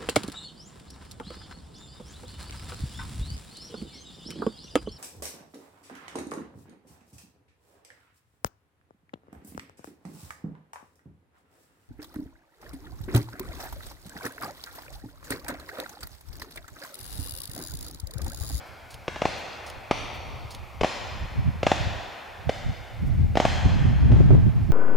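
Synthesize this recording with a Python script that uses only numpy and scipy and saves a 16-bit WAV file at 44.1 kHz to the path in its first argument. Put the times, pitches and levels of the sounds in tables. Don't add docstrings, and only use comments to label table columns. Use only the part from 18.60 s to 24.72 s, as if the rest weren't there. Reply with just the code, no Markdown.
import sys
import numpy as np
from scipy import signal
from scipy.fft import rfft, irfft
from scipy.io import wavfile
from scipy.ndimage import uniform_filter1d

SR = 44100
rng = np.random.default_rng(int(sys.argv[2]) if len(sys.argv) > 2 else 0)


def generate_wav(signal):
    frames = np.transpose(np.atleast_2d(signal))
    scaled = np.clip(frames, -1, 1) * 32767
    pcm = np.round(scaled).astype(np.int16)
    wavfile.write(sys.argv[1], SR, pcm)


N = 269892
LEAD_IN = SR


def undb(db):
    return 10 ** (np.asarray(db) / 20)


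def unit(x):
    return x / np.sqrt(np.mean(x ** 2))


def fade(t, t60):
    return (t >= 0) * np.exp(-np.log(1000) * np.abs(t) / t60)


def ring(x, modes):
    total = 0
    for hz, width, db, *_ in modes:
        b, a = signal.iirpeak(hz, hz / width, fs=SR)
        total = total + undb(db) * signal.lfilter(b, a, x)
    return total


def pair(likeness, size):
    mid, side = rng.standard_normal((2, size))
    c = np.clip(likeness, -1, 1)
    return np.sqrt((1 + c) / 2) * mid + np.sqrt((1 - c) / 2) * side * np.array([[1], [-1]])


def walk(rate, size):
    k = int(SR / rate)
    steps = np.repeat(rng.standard_normal(size // k + 1), k)
    smooth = uniform_filter1d(uniform_filter1d(steps, k), k)
    return unit(smooth[:size])


def left_right(pan_db):
    return undb(np.array([pan_db, -pan_db]) / 2)


# (frequency [Hz], relative level [dB per Hz])
NIGHT_COLOUR = [(150, -41), (250, -10), (723, 1), (1820, -13.5), (2160, -2.5), (3280, -15.5), (4570, -16.5),
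                (8550, -25.5), (14900, -25.5), (16000, -34)]
NIGHT_DB, NIGHT_LIKENESS = -52, 0.94


def night():
    hz, db = np.transpose(NIGHT_COLOUR)
    bins = np.fft.rfftfreq(N, 1 / SR) + 1
    colour = np.interp(np.log(bins), np.log(hz), db)
    return undb(NIGHT_DB) * unit(irfft(rfft(pair(NIGHT_LIKENESS, N)) * undb(colour), N))


EVEN_S, EVEN_SHARE = 0.043, 0.86


def even(x):
    k = int(EVEN_S * SR)
    power = uniform_filter1d(uniform_filter1d(np.mean(x ** 2, axis=0), k), k)
    return unit(x / (power + 1e-9) ** (EVEN_SHARE / 2))


# (time [s], level [dB])
WIND_STRENGTH = [(0, -51), (.45, -52.5), (.66, -38.5), (.85, -52.5), (1.2, -45.5), (1.8, -38.5),
                 (2.15, -42), (2.6, -39.5), (3.1, -30), (3.4, -39), (3.65, -57), (3.9, -37), (4.3, -40),
                 (4.5, -25.5), (4.9, -29), (5.2, -22), (5.55, -19), (5.8, -17.5), (6.12, -31.5)]
# (middle time [s], length [s], lower thump level [dB], upper rumble level [dB])
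WIND_EDDIES = [(0.348, 0.069, -43, -58), (1.178, .06, -36, -50), (2.224, .06, -26.5, -39),
               (2.633, 0.093, -25.5, -41), (2.792, 0.13, -31, -26), (2.877, 0.097, -26.5, -22),
               (2.958, 0.037, -30, -30), (2.988, 0.018, -36, -31), (3.21, 0.027, -24, -24),
               (3.273, 0.021, -25, -29), (3.877, 0.055, -28, -27), (4.088, 0.17, -28.5, -29.5),
               (4.327, 0.067, -33.5, -40), (4.438, 0.073, -26, -24.5), (4.62, 0.29, -22.5, -26.5),
               (5.063, 0.066, -13.5, -17.5), (5.135, 0.067, -20.5, -23), (5.291, 0.14, -17, -19),
               (5.523, 0.13, -13.5, -22), (5.609, .05, -26, -8.5), (5.653, 0.057, -22, -7.5),
               (5.708, 0.049, -12.5, -9), (5.758, 0.14, -16, -8.5), (5.876, 0.059, -20.5, -7),
               (5.953, 0.11, -24.5, -16), (6.098, 0.042, -24.5, -15)]
# (frequency [Hz], width [Hz], relative level [dB], left-right likeness)
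LOW_BANDS = [(34.3, 7, -4, 0.14), (61, 3.7, -4.5, 0.38), (76.6, 11, -5, 0.18), (107.2, 10.8, -8, 0.31)]
HIGH_BANDS = [(107.8, 15, 1.5, -0.81), (131.8, 14, 5, -0.84), (178.6, 15.4, -4, -0.83),
              (231, 44, -19.5, -2)]
UPPER_DB, UPPER_PER_DB = -8.5, 0.63
PAN_DB, PAN_WANDER_DB = -1, 2.5
BUFFET_DB = 3
STOP = .5


def wind():
    t = np.arange(N) / SR
    db = np.interp(t, *np.transpose(WIND_STRENGTH))
    lower = undb(db)
    upper = undb(db + UPPER_DB + UPPER_PER_DB * (db + 35))
    for s, length, lower_db, upper_db in WIND_EDDIES:
        swell = np.cos(np.pi * np.clip((t - s) / length, -.5, .5)) ** 2
        lower = np.maximum(lower, undb(lower_db) * swell)
        upper = np.maximum(upper, undb(upper_db) * swell)

    low = unit(sum(ring(pair(band[3], N), [band]) for band in LOW_BANDS))
    high = unit(sum(ring(pair(band[3], N), [band]) for band in HIGH_BANDS))
    steep = signal.butter(3, [30, 280], "band", fs=SR, output="sos")
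    rumble = lower * even(signal.sosfilt(steep, low)) + upper * even(signal.sosfilt(steep, high))

    pan_db = PAN_DB + PAN_WANDER_DB * walk(12, N)
    buffets = undb(BUFFET_DB * walk(21.977, N))
    rumble = rumble * buffets * left_right(pan_db)
    return np.clip(rumble, -STOP, STOP)


# (start time [s], peak level [dB])
RUSTLE_TIMES = [(.05, -63), (.77, -60), (1.531, -60), (2.08, -73), (4.45, -62)]
RUSTLE_S = 0.048


def rustles():
    t = np.arange(N) / SR
    swell = 0
    for s, db in RUSTLE_TIMES:
        swell = swell + undb(db) * np.sin(np.pi * np.clip((t - s) / RUSTLE_S, 0, 1))
    return swell * unit(ring(rng.standard_normal(N), [(8000, 5000, 0), (13000, 4000, -1)]))


# (start time [s], level [dB])
WHIRR_TIMES = [(0.303, -46.5), (1.061, -45), (1.9037, -44)]
CLICK_TIMES = [(0.3426, -39), (1.1005, -39), (1.9485, -37.5)]
# (frequency [Hz], width [Hz], relative level [dB])
WHIRR_MODES = [(4670, 1700, 17.5), (6540, 400, 8), (8600, 820, 8), (10000, 1600, -14), (14000, 1500, -9)]
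CLICK_MODES = [(3460, 1600, 3), (5150, 76, 0), (6300, 55, 6), (9500, 750, -6), (12000, 330, -20),
               (14100, 270, -15)]
WHIRR_T60_S, CLICK_T60_S = 0.21, 0.0089
AFTER_DB, AFTER_T60_S = -2.5, 0.032


def camera():
    t = np.arange(N) / SR
    whirr, click = 0, 0
    for (s, db), (end, _) in zip(WHIRR_TIMES, CLICK_TIMES):
        attack = np.clip((t - s) / 0.0034, 0, 1)
        running = t < end + .02
        whirr = whirr + undb(db) * fade(t - s, WHIRR_T60_S) * attack * running
    for s, db in CLICK_TIMES:
        shiver = undb(AFTER_DB) * fade(t - s, AFTER_T60_S)
        click = click + undb(db) * (fade(t - s, CLICK_T60_S) + shiver)
    noise = rng.standard_normal((2, N))
    return whirr * unit(ring(noise[0], WHIRR_MODES)) + click * unit(ring(noise[1], CLICK_MODES))


PATTERNS = 4
NEAR_DB, NEAR_T60_S = -8.5, 0.64
PATCHY_DB = 1
# (frequency [Hz], level [dB], time to die away by 60 dB [s],
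#     build-up [ms], left-right likeness, left minus right [dB])
SURROUNDINGS = [(216, -48.5, 2.46, 5.8, 0.78, 1.5), (430, -48, 3.32, 3.7, 0.7, -1.5),
                (814, -41, 3.77, 2.4, 0.36, 0), (1200, -35.5, 4.23, 8.4, 0.53, 1.5),
                (2270, -29, 3.08, 4.4, 0.75, 1), (4040, -25, 2.06, 22, 0.83, 1.2),
                (6500, -28, 1.59, 16, 0.76, 0.2), (9300, -31, 0.49, 86, 1, 0), (14700, -47, 0.7, 97, 1, 1)]


def echoes(outward):
    hz, *columns = np.transpose(SURROUNDINGS)
    t = np.arange(int(2.5 * SR)) / SR
    out = 0
    for sent in outward:
        response = 0
        for f in 100 * 2 ** np.arange(0, 7.5, .5):
            db, t60, rise, like, pan_db = (np.interp(np.log(f), np.log(hz), c) for c in columns)
            near = undb(NEAR_DB) * np.clip(t / 0.002, 0, 1) * fade(t, NEAR_T60_S)
            far = (1 - np.exp(-t * 1000 / rise)) * fade(t, t60)
            shape = (far + near) * undb(PATCHY_DB * walk(13.9, len(t)))
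            band = signal.butter(2, [f / 2 ** .25, f * 2 ** .25], "band", fs=SR, output="sos")
            gain = undb(db) * left_right(pan_db)[:, None]
            response = response + gain * shape * signal.sosfilt(band, pair(like, len(t)))
        out = out + signal.fftconvolve(sent[None], response, axes=1)[:, :len(sent)]
    return out


def front(ms, rise):
    return (1 + np.tanh(ms / rise)) / 2


RISE_MS, PUFF_SHARE = 0.029, .8


def pulses(ms, lag, puff_db, lasts):
    age = np.maximum(ms + lag, 0) / (PUFF_SHARE * lasts)
    puff = front(ms + lag, RISE_MS) * np.cos(np.pi / 2 * age) * np.exp(-.55 * age)
    main = front(ms, RISE_MS) * (1 - np.clip(ms / lasts, 0, 1) ** 1.1)
    return undb(puff_db) * puff + main


BOUNCE_MS, BOUNCE_DB = 0.33, -7.5
SUCTION_DB, SUCTION_DB_PER_MS = -2.52, 10
REBOUND_MS, REBOUND_RISE_MS, REBOUND_DB, REBOUND_SENT_DB = 1.71, 0.42, -6, -19.5
RING_T60_MS, RATTLE_T60_MS, RATTLE_DB = 9, 29.4, -13.5
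ROUGH_DB, ROUGH_T60_MS = -22, 7.5
AIR_HZ, SHOT_PAN_DB = 4900, 1.5
# (frequency [Hz], width [Hz], relative level [dB])
BLOCK_MODES = [(1200, 2100, -68), (2260, 560, -16.5), (4830, 900, -24)]
# (time of the leading puff [s], main blast level [dB], puff level against it [dB],
#     main blast after the puff [ms], overpressure lasts [ms], tube ring [Hz], echo level [dB], echo treble [dB])
FIREWORK_SHOTS = [(-0.4, -7, -6.5, 1.24, 0.33, 790, -3, -5.5), (0.48, -10.5, -1, 1.82, 0.2, 450, -2, -8),
                  (0.5606, -21.5, 5, 3.18, .5, 860, -6, -1.5),
                  (0.6184, -8, -3.5, 1.46, 0.52, 790, -5.5, -2),
                  (0.6536, -6, -7.5, 1.16, 0.55, 870, -3.5, -2.5),
                  (1.3107, -3.5, -11, 0.87, 0.57, 980, -4, -2.5),
                  (2.2104, -8, -5.5, 1.96, 0.46, 517, -2.5, -8),
                  (2.2334, -7, -5, 0.98, 0.5, 980, -6.5, 0.5), (2.245, -6.5, -4, 1.17, 0.59, 740, -6.5, 0),
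                  (3.0306, -8, -3, 1.38, 0.51, 470, -6, -2),
                  (3.0664, -2.5, -6.5, 1.173, 0.45, 740, -4.5, -2),
                  (3.1164, -3.5, -3.5, 1.09, 0.68, 765, -7.5, -2.5),
                  (3.893, -8.5, -6, 1.386, 0.694, 450, -5.5, -2),
                  (4.7537, -13.5, -17, 1.36, 0.86, 430, 2.5, -4),
                  (4.7717, -4, -5.5, 0.96, 0.67, 630, -7, -3.5),
                  (4.8006, -4.5, -3, 0.93, 0.68, 514, -1.5, -7),
                  (4.8519, -4.5, -1.5, 1.2, 0.82, 620, -9, 2.5),
                  (5.518, -21.5, 2, 4.5, 0.69, 500, 4.5, -9.5)]


def shots():
    direct, outward = np.zeros(N + LEAD_IN), np.zeros((PATTERNS, N + LEAD_IN))
    span = np.arange(SR // 20)
    noise = rng.standard_normal((len(FIREWORK_SHOTS), len(span)))
    for k, (s, db, puff_db, lag, lasts, hz, echo_db, treble_db) in enumerate(FIREWORK_SHOTS):
        at = int(s * SR) + LEAD_IN - 44
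        ms = ((at + span - LEAD_IN) / SR - s) * 1000 - lag

        short = max(lasts - .6 * BOUNCE_MS, .26)
        bounce = undb(BOUNCE_DB) * pulses(ms - BOUNCE_MS, lag, puff_db, short)
        push = pulses(ms, lag, puff_db, short) + bounce
        suck_db = SUCTION_DB + SUCTION_DB_PER_MS * (lasts - .5)
        pull = np.sin(np.pi * np.clip((ms - lasts) / (REBOUND_MS - lasts), 0, 1) ** 0.67)
        suction = undb(suck_db) * pull
        blast = undb(db) * (push - suction)

        after = np.maximum(ms - REBOUND_MS, 0)
        tube = np.cos(2 * np.pi * hz * after / 1000) * fade(after, RING_T60_MS)
        rebound = undb(db + REBOUND_DB) * front(ms - REBOUND_MS, REBOUND_RISE_MS) * tube
        body = unit(ring(noise[k], BLOCK_MODES + [(hz, 300, 0)]))
        rattle = body * front(ms - REBOUND_MS, 1.0) * fade(after, RATTLE_T60_MS)
        direct[at + span] += blast + rebound + undb(db + RATTLE_DB) * rattle

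        wave = undb(db) * (pulses(ms, lag, puff_db, lasts) - suction) + undb(REBOUND_SENT_DB) * rebound
        wave = wave + undb(db + ROUGH_DB) * noise[k, ::-1] * fade(ms, ROUGH_T60_MS)
        low = signal.lfilter(*signal.butter(2, 1500, fs=SR), wave)
        treble = undb(treble_db) * (wave - low)
        outward[k % PATTERNS, at + span] += undb(echo_db) * (low + treble)
    return signal.lfilter(*signal.butter(2, AIR_HZ, fs=SR), direct), outward


def scene():
    direct, outward = shots()
    firework = direct * left_right(SHOT_PAN_DB)[:, None] + echoes(outward)
    return night() + wind() + rustles() + camera() + firework[:, LEAD_IN:]


OVERLOAD, LOW_CUT_HZ, TOP_HZ = .8, 40, 15800


def record(dry):
    soft = dry / (1 + (dry / OVERLOAD) ** 4) ** (1 / 4)
    soft = signal.sosfilt(signal.butter(1, LOW_CUT_HZ, "high", fs=SR, output="sos"), soft)
    return signal.sosfilt(signal.ellip(10, .2, 70, TOP_HZ, fs=SR, output="sos"), soft)


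dry = scene()
out = record(dry)
generate_wav(out)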